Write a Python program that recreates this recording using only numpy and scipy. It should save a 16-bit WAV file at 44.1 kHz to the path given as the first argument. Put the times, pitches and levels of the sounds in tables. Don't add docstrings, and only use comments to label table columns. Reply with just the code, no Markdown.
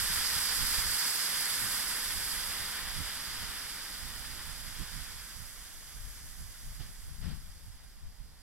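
import sys
import numpy as np
from scipy import signal
from scipy.fft import rfft, irfft, next_fast_len
from scipy.io import wavfile
from scipy.ndimage import uniform_filter1d

SR = 44100
rng = np.random.default_rng(int(sys.argv[2]) if len(sys.argv) > 2 else 0)


def master_out(mix):
    frames = np.transpose(np.atleast_2d(mix))
    ceiling = np.clip(frames, -1, 1)
    pcm = np.round(ceiling * 32767).astype(np.int16)
    wavfile.write(sys.argv[1], SR, pcm)


N = 371306
TIME = np.arange(N) / SR
FFT_SIZE = next_fast_len(N + 4096)
HZ = np.maximum(np.arange(FFT_SIZE // 2 + 1) * SR / FFT_SIZE, 1)

# pitch_hz, gain_db
OUTDOOR_COLOUR = [(30, 7), (100, -13), (145, 1), (190, -5.5), (300, -13), (500, -14), (1000, -11),
                  (2000, -33), (8000, -47)]
# time_s, level_db
DRONE_LEVELS = [(0, -62), (2, -55.5), (3.7, -60), (4.3, -58), (5.1, -65.5), (5.7, -64.5), (8.42, -73)]
# pitch_hz, gain_db
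HUM_COLOUR = [(90, -23), (122, -2), (143, -1), (175, -4.5), (260, -3), (360, -11.5), (560, -11), (750, -9),
              (1200, -22.5)]
# time_s, left_db, right_db
BREEZE_LEVELS = [(0, -49, -47.5), (0.92, -54, -46), (1.05, -64.1, -60), (1.6, -60.6, -51),
                 (2.3, -57, -46.5), (3.4, -61, -46.5), (3.7, -56, -52.5), (4.2, -64, -44),
                 (5.2, -57.5, -49.5), (5.8, -54, -53), (6.6, -51, -45.5), (7.4, -47, -52),
                 (8.42, -57.5, -52)]
# peak_s, length_s, rumble_db, thud_db, port
GUST_HITS = [(0.105, 0.026, -42.5, -41, "left"), (0.366, 0.017, -46, -42, "right"),
             (0.62, 0.042, -36, -43, "right"), (0.868, 0.042, -41, -44, "right"),
             (1.647, 0.058, -50, -44, "right"), (2.16, 0.045, -45, -51.5, "right"),
             (2.99, 0.056, -36.5, -38.5, "right"), (3.435, 0.024, -54, -46.5, "right"),
             (4.046, 0.032, -41, -52, "right"), (4.315, 0.027, -50, -50, "right"),
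             (4.491, 0.031, -41, -48.5, "right"), (4.675, 0.12, -44.5, -52.5, "right"),
             (4.815, 0.028, -38, -34, "right"), (4.976, 0.065, -39, -43, "right"),
             (5.402, 0.052, -41, -48, "right"), (6.053, 0.058, -38, -64, "left"),
             (6.41, 0.049, -60, -53, "left"), (6.66, 0.034, -43, -48, "right"),
             (6.695, 0.046, -39.5, -57, "left"), (6.808, 0.015, -32, -38, "right"),
             (7.062, 0.025, -39, -48, "right"), (7.124, 0.052, -42, -48, "left"),
             (7.283, 0.097, -36, -35, "left"), (7.686, 0.02, -38, -64, "right"),
             (8.063, 0.037, -39.5, -55, "left"), (8.21, 0.014, -37, -56, "right")]
# pitch_hz, gain_db
RUMBLE_COLOUR = [(12, -6.5), (30, 4.5), (55, -1), (85, -7), (120, -17.5), (180, -43), (300, -50),
                 (600, -68)]
# pitch_hz, gain_db
EDDY_COLOUR = [(40, -4), (90, 0), (150, 1.5), (210, -7), (300, -21.5), (450, -31), (900, -36), (2500, -65)]
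# start_s, hold_s, level_db
HISS_SWELLS = [(4.808, 0.022, -56), (6.79, 0.034, -52.5), (7.208, 0.115, -53)]
# pitch_hz, gain_db
SWELL_COLOUR = [(200, -16), (450, -1), (700, -0.5), (1700, 4.5), (2600, -2.5), (5000, -4), (7000, -16),
                (14000, -30)]
# time_s, level_db
THIN_HISS_LEVELS = [(0, -73), (3.8, -65), (4.8, -58), (5.6, -58), (6.6, -60), (7.3, -66.5), (8.42, -75.5)]
# pitch_hz, gain_db
THIN_HISS_COLOUR = [(4500, -26), (5300, -9), (5700, 2), (6800, 2), (7300, 0), (8500, -30)]
# time_s, boil_db, steam_db, spray_db
BOILING_LEVELS = [(0, -39.5, -39, -37.5), (1.1, -40, -39.5, -37.5), (2.2, -43, -44.5, -40.5),
                  (2.55, -43, -45, -43), (2.75, -43, -47.5, -45.5), (3.25, -45, -47.5, -47.5),
                  (4.1, -49.5, -51.5, -49.5), (5.05, -51.0, -54, -52), (5.55, -56.5, -59, -54),
                  (6.75, -60.5, -62, -56.7), (7.6, -64.5, -65.5, -63), (8.0, -67, -68.5, -68),
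                  (8.42, -68.5, -69.5, -68.5)]
# pitch_hz, gain_db
SIZZLE_COLOUR = [(100, -22), (150, -11), (230, -11), (330, -14), (480, -11), (640, -14), (850, -6.5),
                 (1500, 0.5), (1950, 0), (2600, -8), (6000, -8), (9000, 4.5), (14300, 2), (15300, -4)]
# pitch_hz, width_hz, gain_db
LEFT_RESONANCES = [(1300, 200, -1.5), (3440, 1450, 10), (5160, 1900, 1), (7730, 2300, 9.5),
                   (8900, 700, -2.5), (10160, 1600, 5), (11740, 3500, -13), (14590, 2300, -8.5)]
# pitch_hz, width_hz, gain_db
RIGHT_RESONANCES = [(940, 220, 1.5), (3170, 730, 5), (3520, 160, -1.5), (4874, 1270, 14), (7040, 300, 1),
                    (7130, 980, -1), (8740, 2150, 6), (9900, 990, -6), (11170, 1840, 9)]
# pitch_hz, likeness_0_to_1, left_lead_radians
PORT_LIKENESS = [(400.0, 0.85, -0.02), (900.0, 0.8, -0.1), (1400.0, 0.91, -0.2), (1850.0, 0.96, -0.08),
                 (2600.0, 0.62, -0.67), (3600.0, 0.51, -1.38), (3900.0, 0.62, -2.75), (4600.0, 0.67, -2.62),
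                 (5200.0, 0.64, -1.25), (6050.0, 0.42, -0.45), (6350.0, 0.23, -2.12), (7000.0, 0.64, -2.24),
                 (7550.0, 0.14, -2.66), (7950.0, 0.5, -4.72), (9250.0, 0.53, -3.26), (10400.0, 0.42, -5.46),
                 (12000.0, 0.2, -3.5), (14500.0, 0.17, -4.2)]


def from_db(db):
    return 10 ** (np.asarray(db) / 20)


def rms(x):
    return np.sqrt(np.mean(x ** 2) + 1e-20)


def in_time(rows):
    time_s, *columns = np.transpose(rows)
    return [np.interp(TIME, time_s, column) for column in columns]


def in_frequency(rows):
    hz, *columns = np.transpose(rows)
    return [np.interp(np.log(HZ), np.log(hz), column) for column in columns]


def filtered(x, response):
    return irfft(rfft(x, FFT_SIZE) * response, FFT_SIZE)[..., :N]


def below(hz, order):
    return 1 / np.sqrt(1 + (HZ / hz) ** (2 * order))


def drift(rate_hz):
    step, warm_up = 40, 2000
    memory = np.exp(-2 * np.pi * rate_hz * step / SR)
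    noise = rng.standard_normal(N // step + warm_up + 2)
    slow = signal.lfilter([1], [1, -2 * memory, memory ** 2], noise)[warm_up:]
    return np.interp(np.arange(N) / step, np.arange(len(slow)), slow / rms(slow))


def air_noise(colour):
    noise = filtered(rng.standard_normal((2, N)), from_db(in_frequency(colour)[0]))
    return noise / rms(noise)


def evened(x, seconds):
    power = uniform_filter1d(x ** 2, max(int(seconds * SR), 2), axis=-1)
    return x / np.sqrt(power + 1e-9)


def swell(peak_s, length_s, db):
    return from_db(db) * np.exp(-2 * ((TIME - peak_s) / length_s) ** 2)


def port_colour(resonances):
    return from_db(sum(db / (1 + (2 * (HZ - hz) / width) ** 2) for hz, width, db in resonances))


def at_ports(direct, scattered, colour):
    alike, lead = in_frequency(PORT_LIKENESS)
    source = from_db(in_frequency(colour)[0])
    left_gain = source * port_colour(LEFT_RESONANCES) * below(hz=14800, order=100)
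    left = filtered(direct, left_gain * alike * np.exp(1j * lead))
    left += filtered(scattered, left_gain * np.sqrt(1 - alike ** 2))
    right = filtered(direct, source * port_colour(RIGHT_RESONANCES))
    return np.array([left, right])


def outdoors(gain_db, width):
    middle, side = air_noise(OUTDOOR_COLOUR)
    return from_db(gain_db) * np.array([middle + width * side, middle - width * side])


def drone():
    return air_noise(HUM_COLOUR)[0] * from_db(in_time(DRONE_LEVELS)[0])


def wind(waver_db, waver_hz, eddy_db, eddy_growth):
    breeze_db = np.array([level_db + waver_db * drift(waver_hz) for level_db in in_time(BREEZE_LEVELS)])
    rumble_gain = from_db(breeze_db - 0.5)
    eddy_gain = from_db(eddy_db + eddy_growth * (breeze_db - breeze_db.mean()))
    for peak_s, length_s, rumble_db, thud_db, port in GUST_HITS:
        side = ["left", "right"].index(port)
        gust = swell(peak_s, 1.7 * length_s, rumble_db)
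        rumble_gain[side] = np.hypot(rumble_gain[side], gust)
        eddy_gain[side] += swell(peak_s, length_s, thud_db)
    rumble = evened(air_noise(RUMBLE_COLOUR), seconds=0.061)
    eddies = evened(air_noise(EDDY_COLOUR), seconds=0.018)
    return rumble_gain * rumble + eddy_gain * eddies


def hiss_swells(rise_s, fade_db_per_s):
    hiss = at_ports(*rng.standard_normal((2, N)), SWELL_COLOUR)
    gain = 0
    for start_s, hold_s, level_db in HISS_SWELLS:
        rise = np.clip((TIME - start_s) / rise_s, 0, 1)
        fade_db = fade_db_per_s * np.maximum(TIME - start_s - hold_s, 0)
        gain += rise * from_db(level_db - fade_db)
    return hiss / rms(hiss) * gain


def thin_hiss():
    hiss = at_ports(*rng.standard_normal((2, N)), THIN_HISS_COLOUR)
    return hiss / rms(hiss) * from_db(in_time(THIN_HISS_LEVELS)[0])


def steam_bursts(per_s, spread_db, jet_gain):
    sizes = from_db(spread_db * np.minimum(rng.exponential(1, N), 4))
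    signs = rng.choice([-1, 1], N)
    bursting = rng.random(N) < per_s / SR
    clicks = sizes * signs * bursting / np.sqrt(per_s)
    return clicks / rms(clicks) + jet_gain * rng.standard_normal(N)


def sizzle(base_per_s, hot_extra_per_s, sputter_db, sputter_hz, flicker_db, flicker_hz):
    boil_db, steam_db, spray_db = in_time(BOILING_LEVELS)
    heat = from_db(steam_db - steam_db.max())
    direct = steam_bursts(base_per_s + hot_extra_per_s * heat, spread_db=2.5, jet_gain=0.96)
    scattered = rng.standard_normal(N) * rms(direct)
    hiss = at_ports(direct, scattered, SIZZLE_COLOUR)
    lows = below(hz=3900, order=10) ** 2
    lows_and_mids = below(hz=6500, order=8) ** 2
    shared_db = sputter_db * drift(sputter_hz)
    uneven_db = flicker_db + 0.53 * heat
    mix = 0
    for band, level_db in [(lows, boil_db), (lows_and_mids - lows, steam_db), (1 - lows_and_mids, spray_db)]:
        layer = filtered(hiss, band)
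        gain = from_db(level_db + shared_db + uneven_db * drift(flicker_hz))
        mix += layer / rms(layer.mean(axis=0)) * gain
    return mix


def scene():
    ingot = sizzle(base_per_s=12000, hot_extra_per_s=18000,
                   sputter_db=0.19, sputter_hz=16, flicker_db=0.47, flicker_hz=18)
    breeze = wind(waver_db=3.5, waver_hz=9.7, eddy_db=-67.0, eddy_growth=1.22)
    ingot += thin_hiss()
    swells = hiss_swells(rise_s=0.016, fade_db_per_s=170)
    return ingot + breeze + swells + drone() + outdoors(gain_db=-66, width=0.82)


def record(dry):
    return filtered(dry, below(hz=15850, order=250))


dry = scene()
out = record(dry)
master_out(out)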